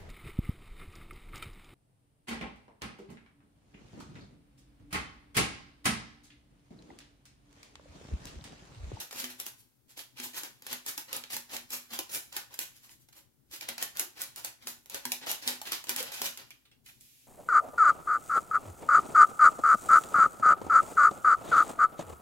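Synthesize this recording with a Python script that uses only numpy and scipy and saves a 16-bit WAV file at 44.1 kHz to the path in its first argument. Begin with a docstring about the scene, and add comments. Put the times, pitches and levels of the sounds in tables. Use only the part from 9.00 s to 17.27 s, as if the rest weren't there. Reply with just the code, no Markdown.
"""Seasoning sachet over a soup pot

A foil sachet of seasoning powder is shaken over a soup pot in a small tiled kitchen, close to a stereo microphone.
At each shake shaped noise and ticks make the powder hiss along the foil, and bursts of noise snap its creases over.
Panels buckle with short clusters of decaying sines, and the firmer jolts set off a low hollow ring.
Pot and wall tiles throw the sachet's sounds back; behind lies the wavering murmur of the room."""
import sys
import numpy as np
from scipy import signal
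from scipy.fft import rfft, irfft
from scipy.io import wavfile
from scipy.ndimage import uniform_filter1d

SR = 44100
rng = np.random.default_rng(int(sys.argv[2]) if len(sys.argv) > 2 else 0)


def store_pcm(level_fs):
    """Save levels as 16-bit WAV."""
    pcm = np.round(np.clip(level_fs, -1, 1) * 32767).astype(np.int16)
    wavfile.write(sys.argv[1], SR, np.atleast_2d(pcm).T)


N = 364707  # length [samples]

# strokes of the hand that shakes the sachet:
# (start [s], time until the powder slides fastest [s], level [dB], body [dB], treble [dB])
STROKES = [(0, 0.0024, -38, 5.5, 1), (.11, 0.092, -36.5, 0, 0.5), (0.234, 0.017, -43, -3, -3),
           (0.289, 0.017, -46, 2.5, -2), (.39, 0.013, -43, 1.5, -1.5), (0.454, 0.013, -45.5, 3, 2.5),
           (.57, 0.027, -65, -9, 8), (.88, 0.029, -59.5, -1, 1.5), (0.964, 0.029, -43, 0.5, -1),
           (1.165, 0.024, -41, -1, -6), (1.21, 0.034, -40, 3.5, 3.5), (1.333, 0.047, -36.5, 2.5, 0.5),
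           (1.43, 0.019, -45.5, 7, -1), (1.625, .03, -58, 3, -2), (1.665, 0.062, -36, 1.5, -4),
           (1.861, 0.025, -36.5, 2, 2.5), (1.975, 0.016, -48, 5, 5.5), (2.079, 0.076, -38.5, 5.5, -5),
           (2.298, 0.04, -35, 0, 0.5), (2.491, 0.051, -38.5, 7, -1), (2.7, 0.037, -35.5, 1, 2.5),
           (2.901, 0.042, -37.5, 4, -1), (3.09, 0.063, -36, 2.5, 5), (3.32, 0.052, -39, 4.5, -3),
           (3.499, 0.033, -52, 7.5, -5), (3.584, 0.032, -39, 0, 2), (3.73, 0.038, -58.5, -6, 1),
           (3.82, 0.026, -57, 1, 2.5), (3.885, 0.03, -57, -2, 3.5), (3.99, .03, -69.5, -10, 7),
           (4.126, 0.049, -56.5, 7.5, 2.5), (4.51, 0.031, -42, 0, 0.5), (4.605, 0.022, -43, 4, -6),
           (4.679, 0.016, -38.5, 3, -8), (4.778, 0.0482, -34.5, 1.5, -5), (4.951, 0.053, -38.5, 5, 1.5),
           (5.156, .02, -48.5, 6, -6), (5.19, 0.026, -37, 3, -0.5), (5.359, 0.021, -44, 3.5, 1),
           (5.44, .015, -42, 3, -1), (5.612, 0.016, -52, 3, -8), (5.664, 0.024, -42.5, 4, 4.5),
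           (5.896, 0.059, -39.5, 5, -2), (6.03, 0.036, -46, 3, -5), (6.105, 0.02, -44, 6.5, 3),
           (6.21, 0.024, -41, 5.5, -13), (6.262, 0.0423, -31, 2, -1), (6.417, 0.016, -42, 3, -6),
           (6.455, 0.03, -33, 4, 0.5), (6.51, 0.013, -42, -2, -9), (6.65, 0.023, -36.5, 3, -6.5),
           (6.715, 0.02, -32, -0.5, -3.5), (6.87, 0.035, -34.5, 2, -3.5), (6.956, 0.035, -34, 2.5, -2),
           (7.03, 0.045, -41.5, 6, -9), (7.115, 0.028, -37.5, 1, -2), (7.165, 0.095, -33, -0.5, 0),
           (7.37, 0.029, -45, 0.5, -10), (7.858, 0.027, -62, -11, 7)]


def gain_of(db):
    """Decibels to amplitude."""
    return 10 ** (np.asarray(db) / 20)


def evened(x):
    """Scales to an rms of 1."""
    return x / np.sqrt(np.mean(x ** 2) + 1e-20)


def read(points, hz):
    """Joins the points by straight lines on a log-frequency axis."""
    f, value = np.transpose(points)
    return np.interp(np.log(hz + 1), np.log(f + 1), value)


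def add(mix, s, sound):
    """Mixes a sound in at time s, cut to fit."""
    start = round(s * SR)
    sound = sound[..., max(-start, 0):]
    part = mix[..., max(start, 0):][..., :sound.shape[-1]]
    part += sound[..., :part.shape[-1]]


def causal(points, size=2048):
    """The shortest (minimum-phase) impulse response with the given dB spectrum."""
    hz = abs(np.fft.fftfreq(size, 1 / SR))
    log_gain = np.log(gain_of(read(points, hz)))
    spectrum = np.exp(np.conj(signal.hilbert(log_gain)))
    return np.fft.ifft(spectrum).real[:size // 2]


def convolve(x, response):
    """Filters each channel by its response."""
    return signal.fftconvolve(np.atleast_2d(x), np.atleast_2d(response), axes=1)


def tinted(x, body_db, treble_db, body_hz=900, middle_hz=2400, treble_hz=8500):
    """Broad flexing of the foil adds body; small creases and fine grains add treble."""
    tint = [(body_hz, body_db), (middle_hz, 0), (4600, 0.042 * treble_db), (treble_hz, treble_db)]
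    return convolve(x, causal(tint, size=256))


def nearby(x, bounce_db, spread_s=0.0032, lead_s=.00015, count=24):
    """Direct sound, left channel first, and bounces off pot and tiles that change as the sachet moves."""
    response = np.zeros((2, SR // 40))
    delay = np.minimum(.0002 + rng.exponential(spread_s, (2, count)), .02)
    height = rng.standard_normal((2, count)) * np.exp(-delay / (2 * spread_s))
    height *= gain_of(bounce_db) / np.linalg.norm(height, axis=1, keepdims=True)
    np.put_along_axis(response, (delay * SR).astype(int), height, 1)
    response[0, 0] += 1
    response[1, round(lead_s * SR * rng.uniform(.5, 1.6))] += 1
    return convolve(x, response / np.linalg.norm(response, axis=1, keepdims=True))


def powder_streams(count, grains_per_s=1100, grain_spread_db=3.6, grain_share=0.34):
    """Streams of noise for the fine powder, with sparse ticks of uneven size for the coarser grains."""
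    size = gain_of(grain_spread_db * np.minimum(rng.exponential(1, (count, N)), 4))
    present = rng.random((count, N)) < grains_per_s / count / SR
    grains = evened(size * rng.choice([-1, 1], (count, N)) * present)
    powder = rng.standard_normal((count, N))
    return np.sqrt(grain_share) * grains + np.sqrt(1 - grain_share) * powder


def flexing(t, after, attack_s=0.0028, release_s=0.046, tighten_db=-11, tighten_s=.018):
    """The foil tightens faintly just before a stroke and flexes for as long as the hand pushes."""
    tighten = gain_of(tighten_db) * np.exp(np.minimum(t, 0) / tighten_s)
    return (np.clip(t / attack_s, 0, 1) + tighten) * np.exp(-after / release_s)


def sliding(length, before, after, rise_s=0.0095, rise_share=0.22, steepness=1.44,
            settle_s=0.021, trickle_db=-24.5, trickle_s=0.16):
    """The powder gathers speed through the stroke, settles, and a little trickles after it."""
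    rise = np.exp(-(before / (rise_s + rise_share * length)) ** steepness)
    return rise * (np.exp(-after / settle_s) + gain_of(trickle_db) * np.exp(-after / trickle_s))


def slides(flex_db=-7.5, flex_body_db=0.5, flex_treble_db=-6.5, count=4):
    """In each stroke the foil flexes with a dull rustle, and powder and grains slide at several places on it."""
    out = np.zeros((2, N))
    # the first stream is the foil's rustle; the others, one per place, share the level of the hiss
    streams = powder_streams(count) / np.sqrt(count - 1)
    for s, length, db, body_db, treble_db in STROKES:
        at = np.arange(max(round(s * SR) - SR // 12, 0), min(round(s * SR) + SR // 2, N))
        t = at / SR - s
        rustle, *hisses = streams[:, at]
        before, after = np.maximum(length - t, 0), np.maximum(t - length, 0)
        flex = gain_of(db + flex_db) * flexing(t, after)
        swell = gain_of(db) * sliding(length, before, after)
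        places = sum(nearby(swell * hiss, bounce_db=3.5, spread_s=.0022) for hiss in hisses)
        add(out, at[0] / SR, tinted(places, body_db, treble_db))
        foil = nearby(flex * rustle, bounce_db=1.0)
        add(out, at[0] / SR, tinted(foil, body_db + flex_body_db, treble_db + flex_treble_db))
    return out


def snaps(shiver_s=0.011, shiver_db=-21, level_db=-.5, bass_hz=200):
    """A crease runs across the foil in a burst of tiny cracks, and the sheet shivers for a moment."""
    # the loudest creases snapping over: (time [s], level as if packed into one millisecond,
    # ahead of the common level_db [dB], running time [s], body [dB], treble [dB])
    loud_creases = [(.11, -33, 0.0022, 4.5, -4), (.1281, -35.5, 0.00089, 11.5, 0.5),
                    (.1576, -37.5, 0.0025, 15.5, -5), (0.2414, -23, 0.0022, -1, -3.5),
                    (0.4, -28.5, .0007, 1.5, 5.5), (0.4645, -31, 0.0016, 4, 4.5), (0.9755, -35, .003, 5, 0),
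                    (0.9923, -31, .001, -2, -16), (1.2, -27, 0.0022, 0.5, -4), (1.434, -29, .0013, 4, 1.5),
                    (1.622, -40, .001, 4, -1), (1.6661, -30.5, .002, 9, 0.5), (1.7284, -24.5, 0.0022, 7, 2),
                    (1.863, -30, .0012, 5, 5.5), (1.9772, -24.5, 0.0025, 2.5, 0.5),
                    (2.1292, -22.5, 0.00097, -4, 1), (2.165, -33, .001, -7, 10.5),
                    (2.238, -28.5, .0008, -1, -10.5), (2.303, -33, .0014, 3, -4),
                    (2.3658, -26, 0.0019, 7, 4), (2.5656, -24.5, .0014, -4, -1.5),
                    (2.7047, -37, 0.0022, 4, 7.5), (2.9897, -19.5, 0.00071, 5, -1),
                    (3.3267, -35, 0.0018, -3, 0), (3.3648, -22.5, 0.0041, 4, 2.5),
                    (3.5405, -34.5, .004, -1, 2), (3.5907, -23.5, .0007, 2.5, 4),
                    (3.8935, -42, .0013, 2, -13), (4.0867, -50, .004, 8, 2),
                    (4.1282, -43.5, 0.0044, -2.5, -5), (4.6099, -27.5, 0.0016, -16, -5),
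                    (4.6872, -23.5, 0.0022, 5, 1), (4.7803, -27, .0015, 4, -3.5),
                    (4.8259, -22.5, .0009, 4, 6), (4.971, -28.5, .0008, -8, 3.5),
                    (4.996, -20.5, .001, -1.5, 7), (5.2172, -33, 0.00097, 3, 13.5),
                    (5.3603, -35.5, 0.00063, -15, 5), (5.4472, -28, 0.00082, 6.5, 7.5),
                    (5.6707, -25.5, 0.0029, 4.5, 0.5), (5.8589, -45, 0.00081, 8, 3),
                    (5.898, -35.5, .0016, -19, 5), (5.9452, -25, .001, -3, 1.5),
                    (6.0532, -23, .0014, 7.5, 3), (6.1191, -16.5, .0006, -28, -0.5),
                    (6.2684, -23.5, .007, 11, -9), (6.3145, -32.5, .0008, -20, 15),
                    (6.4764, -12.5, 0.00046, -27, -5.5), (6.6156, -29.5, 0.0013, 0, 2),
                    (6.7204, -20, .0014, 4, 0.5), (6.7315, -22.5, 0.00083, 1, -16),
                    (6.8404, -34.5, .0016, 6, 1), (6.8935, -18, 0.00083, -2, 2),
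                    (6.9623, -23, 0.00077, 0.5, 3.5), (7.003, -25, 0.004, -3, -1),
                    (7.0275, -34, .002, 11, 10), (7.119, -32, 0.0031, 7, 1), (7.2172, -22.5, .0016, 9, 3),
                    (7.374, -32, .001, -3.5, 1), (7.5058, -39.5, 0.00068, 2.5, 0),
                    (7.861, -44, 0.0022, -6, -1), (8.01, -53, .0003, -12, 12)]
    out, t = np.zeros((2, N)), np.arange(768) / SR
    for s, db, running_s, body_db, treble_db in loud_creases + crinkles():
        fade = np.exp(-t / running_s) + gain_of(shiver_db) * np.exp(-t / shiver_s)
        z = rfft(fade * rng.standard_normal(len(t)), 2 * len(t))
        z /= np.sqrt(uniform_filter1d(abs(z) ** 2, size=21))  # an even spectrum
        crack = irfft(z)[:len(t)]
        crack *= gain_of(db) * np.sqrt(SR / 1000) / np.linalg.norm(crack)
        add(out, s, nearby(tinted(crack, body_db, treble_db), bounce_db=-1.5, spread_s=.0022))
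    # a small crease radiates little bass
    highpass = signal.butter(1, bass_hz, "high", fs=SR, output="sos")
    return gain_of(level_db) * signal.sosfilt(highpass, out)


def crinkles(per_s=80, level_db=-1.5, spread_db=2.5, build_db_per_s=118, after_s=.03,
             running_s=.0007, body_db=1, count=16):
    """Small creases give way at random in every stroke, hardest when the powder slides fastest."""
    rows = []
    for s, length, db, _, treble_db in STROKES:
        times = np.cumsum(rng.exponential(1 / per_s, count))
        crest = db + level_db - build_db_per_s * abs(times - length)
        levels = crest + spread_db * rng.standard_normal(count)
        for t, level in zip(times, levels):
            if t < length + after_s:
                rows.append((s + t, level, running_s, body_db, treble_db))
    return rows


def buckles(scatter=0.24, level_db=-3, edge_damping=1.0, count=14):
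    """A panel pops through and rings briefly in a broad cluster of modes, the outer ones dying first."""
    # whole panels of the sachet buckling with a pitch of their own:
    # (time [s], level ahead of the common level_db [dB], middle of the cluster [Hz],
    # t60 of a mode halfway out in the cluster [s])
    panels = [(1.68, -51, 780, 0.12), (2.13, -44.5, 580, 0.087), (2.99, -37, 700, 0.026),
              (3.365, -43, 1040, 0.047), (3.848, -61, 1050, .08), (3.893, -67, 1027, .1),
              (4.169, -73, 990, .06), (5.002, -48, 363, 0.17), (5.945, -41.5, 537, .08),
              (6.12, -36.5, 810, 0.06), (6.615, -39, 713, .045), (6.894, -30, 1820, 0.044),
              (7.002, -45, 518, 0.25), (7.218, -42.5, 555, 0.13), (7.506, -40.5, 2410, .035)]
    out, t = np.zeros((2, N)), np.arange(SR // 8) / SR
    for s, db, hz, t60 in panels:
        offset = rng.uniform(-0.965, 1, (count, 1))
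        fade = gain_of(-60 * t / t60 * (0.5 + edge_damping * abs(offset)))
        phase = hz * (1 + scatter * offset) * t + rng.random((count, 1))
        ring = (fade * np.sin(2 * np.pi * phase)).sum(0)
        ring *= np.linalg.norm(fade[0]) / np.linalg.norm(ring)
        onset = np.minimum(t * 1000, 1)  # one millisecond
        add(out, s, nearby(ring * gain_of(db) * onset, bounce_db=-3))
    return gain_of(level_db) * out


def taps(attack_s=0.0013, release_s=.016):
    """Fingers shift on the emptied sachet: short, dull bursts of rustle."""
    # dull taps of the foil as the grip shifts: (time [s], level [dB])
    grip_shifts = [(7.5063, -53.5), (7.652, -59), (7.713, -59), (7.862, -53), (7.886, -52)]
    # their colour: (frequency [Hz], level per Hz [dB])
    tap_colour = [(300, -23), (1500, -8), (2500, 0.5), (4000, -4), (6000, -13), (12000, -19)]
    out, t = np.zeros((2, N)), np.arange(SR // 8) / SR
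    colour = causal(tap_colour)
    colour /= np.linalg.norm(colour)
    for s, db in grip_shifts:
        fade = np.minimum(t / attack_s, 1) * np.exp(-t / release_s)
        burst = gain_of(db) * fade * rng.standard_normal(len(t))
        add(out, s, nearby(convolve(burst, colour), bounce_db=1))
    return out


def thin_hiss(level_db=-1, body_db=-18, treble_db=3):
    """A faint, high hiss of filtered noise from the sachet as it is drawn away."""
    # course of the hiss: (time [s], level ahead of the common level_db [dB])
    course = [(7.84, -91), (7.862, -63), (8.0, -71), (8.008, -61), (8.154, -63.5), (8.27, -65.5)]
    s, db = np.transpose(course)
    level = np.interp(np.arange(N) / SR, s, gain_of(db + level_db), left=0)
    return tinted(level * rng.standard_normal((2, N)), body_db, treble_db)[:, :N]


def hollow(lag_s=0.000083, right_db=-3, detune=0.024, push_s=0.021):
    """Each jolt pushes the air for a moment and leaves a low ring, a little different each time."""
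    # jolts that set off the hollow ring: (time [s], relative level [dB])
    jolts = [(0.131, -65), (0.223, -54), (1.187, -58), (1.7, -62), (2.166, -66.5), (2.338, -63.5),
             (2.525, -63), (2.718, -64), (2.905, -61), (4.685, -63.5), (5.64, -65.5), (6.047, -54),
             (6.457, -54.5), (6.899, -58), (7.193, -61.5)]
    # modes of the ring: (frequency before detuning [Hz], relative level [dB], t60 [s])
    modes = [(245, 7.5, 0.43), (360.4, -5.5, 0.51), (126.2, -12, 0.28)]
    out, t = np.zeros((2, N)), np.arange(SR // 2) / SR
    push = 2 * np.sin(np.pi / 2 * np.minimum(t / push_s, 1)) ** 2
    for s, db in jolts:
        stretch = 1 + detune * rng.uniform(-1.3, 1)
        ring = np.zeros(len(t))
        for hz, mode_db, t60 in modes:
            fade = gain_of(mode_db - 60 * t / t60)
            ring += fade * np.sin(2 * np.pi * (hz * stretch * t + rng.random()))
        ring *= gain_of(db) * push
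        add(out[0], s, ring)
        add(out[1], s + lag_s, gain_of(right_db) * ring)
    return out


def pot(x):
    """The open pot rings faintly at a few pitches."""
    # what the sachet's sound rings with in the pot: (frequency [Hz], energy [dB], t60 [s])
    pot_modes = [(558, -22, 0.14), (773, -30, 0.09), (862, -25.5, 0.15), (953, -24.5, 0.18),
                 (1477, -22, 0.13), (2330, -26.5, 0.09)]
    t = np.arange(SR // 3) / SR
    response = np.zeros((2, len(t)))
    for hz, db, t60 in pot_modes:
        mode = gain_of(-60 * t / t60) * np.sin(2 * np.pi * (hz * t + rng.random((2, 1))))
        response += gain_of(db) * mode / np.linalg.norm(mode[0])
    return convolve(x, response)[:, :N]


def kitchen(x, gap_s=.004, turns_per_s=11, count=3):
    """Short diffuse tails off the tiles, fed in turn as the sachet moves; each band dies at its own speed."""
    # reverberation of the tiled room: (frequency [Hz], t60 [s])
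    decay = [(150, 0.13), (400, 0.16), (1000, 0.28), (2800, 0.27), (7300, 0.27), (15000, 0.18)]
    # strength of the tails: (frequency [Hz], level against the near sound [dB])
    echo = [(150, 2.5), (600, -1.5), (2500, -3.5), (7000, -5), (15000, -4)]
    out = np.zeros((2, N))
    for k in range(count):
        hz, t, z = signal.stft(rng.standard_normal((2, SR // 2)), SR, nperseg=256)
        fade = gain_of(-60 * t / read(decay, hz)[:, None])
        energy = np.mean(fade ** 2, 1, keepdims=True) * (SR // 2)
        fade *= gain_of(read(echo, hz))[:, None] / np.sqrt(energy)
        tail = signal.istft(z * fade, SR, nperseg=256)[1]
        turn = turns_per_s * np.arange(N) / SR + k / count
        feed = np.sqrt(2 / count) * np.cos(2 * np.pi * turn)
        add(out, gap_s, convolve(x * feed, tail))
    return out


def hush(level_db=-69, waver_db=3.5, waver_hz=8, count=24):
    """Low murmur of the room that wavers a little, mostly stronger on the left, under a faint even hiss."""
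    # background of the kitchen: (frequency [Hz], relative level per Hz [dB])
    room_colour = [(20, -12), (60, -0.5), (90, -7.5), (125, 3), (170, -10), (260, -2), (500, -16),
                   (1000, -21), (2500, -26.5), (7000, -25.8), (15000, -22.3)]
    # likeness of the two channels: (frequency [Hz], correlation [0 to 1])
    likeness = [(30, .15), (70, 0.093), (125, 0.52), (260, 0.28), (700, 0), (2000, 0.031)]
    # balance of the two channels: (frequency [Hz], left over right [dB])
    balance = [(30, -9), (70, 11.5), (125, 12.5), (300, 6.5), (1000, 2), (10000, -0.5)]
    hz = np.fft.rfftfreq(N, 1 / SR)
    left, other = rfft(rng.standard_normal((2, N)))
    same = np.clip(read(likeness, hz), -1, 1)
    right = same * left + np.sqrt(1 - same ** 2) * other
    lean = gain_of(read(balance, hz) / 2)
    z = np.array([left * lean, right / lean]) * gain_of(read(room_colour, hz))
    low = 1 / (1 + (hz / 500) ** 4)  # share of the murmur; the rest is the even hiss
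    t = np.arange(0, N, 256) / SR
    speeds_hz = np.geomspace(1, waver_hz, count)
    drift = evened(sum(np.sin(2 * np.pi * (f * t + rng.random())) for f in speeds_hz))
    waver = gain_of(waver_db * np.interp(np.arange(N) / SR, t, np.tanh(drift)))
    murmur, hiss = waver * irfft(z * low, N), irfft(z * (1 - low), N)
    return gain_of(level_db) * evened(murmur + hiss)


def scene():
    """The sachet sounds into pot and kitchen and reaches two unlike microphone ports; ring and room join in."""
    # colour of the foil, shared by slides, snaps and thin hiss: (frequency [Hz], relative level per Hz [dB])
    foil_colour = [(50, -29), (125, -15.5), (180, -18.5), (330, -10), (430, -13.5), (600, -10.5), (880, -7),
                   (1200, -8.5), (2300, -2.5), (4500, -2.5), (7500, -3), (8600, -8.5), (11500, -1),
                   (15800, -9)]
    # difference between the microphone ports: (frequency [Hz], left over right [dB])
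    port_balance = [(300, 5), (700, -1), (1400, 2), (2800, -0.4), (5500, -2), (9500, -0.9), (14000, -0.3)]
    colour = causal(foil_colour)
    foil = convolve(slides() + snaps() + thin_hiss(), colour / np.linalg.norm(colour))[:, :N]
    sachet = foil + buckles() + taps()
    ports = [causal([(hz, side * db / 2) for hz, db in port_balance]) for side in (1, -1)]
    heard = convolve(sachet + pot(sachet) + kitchen(sachet), ports)[:, :N]
    return heard + hollow() + hush()


def record(dry, edge_hz=16050):
    """The recorder's band limit: a steep low-pass."""
    lowpass = signal.firwin(401, edge_hz, window=("kaiser", 8), fs=SR)
    return signal.oaconvolve(dry, lowpass[None], "same")


dry = scene()
out = record(dry)
store_pcm(out)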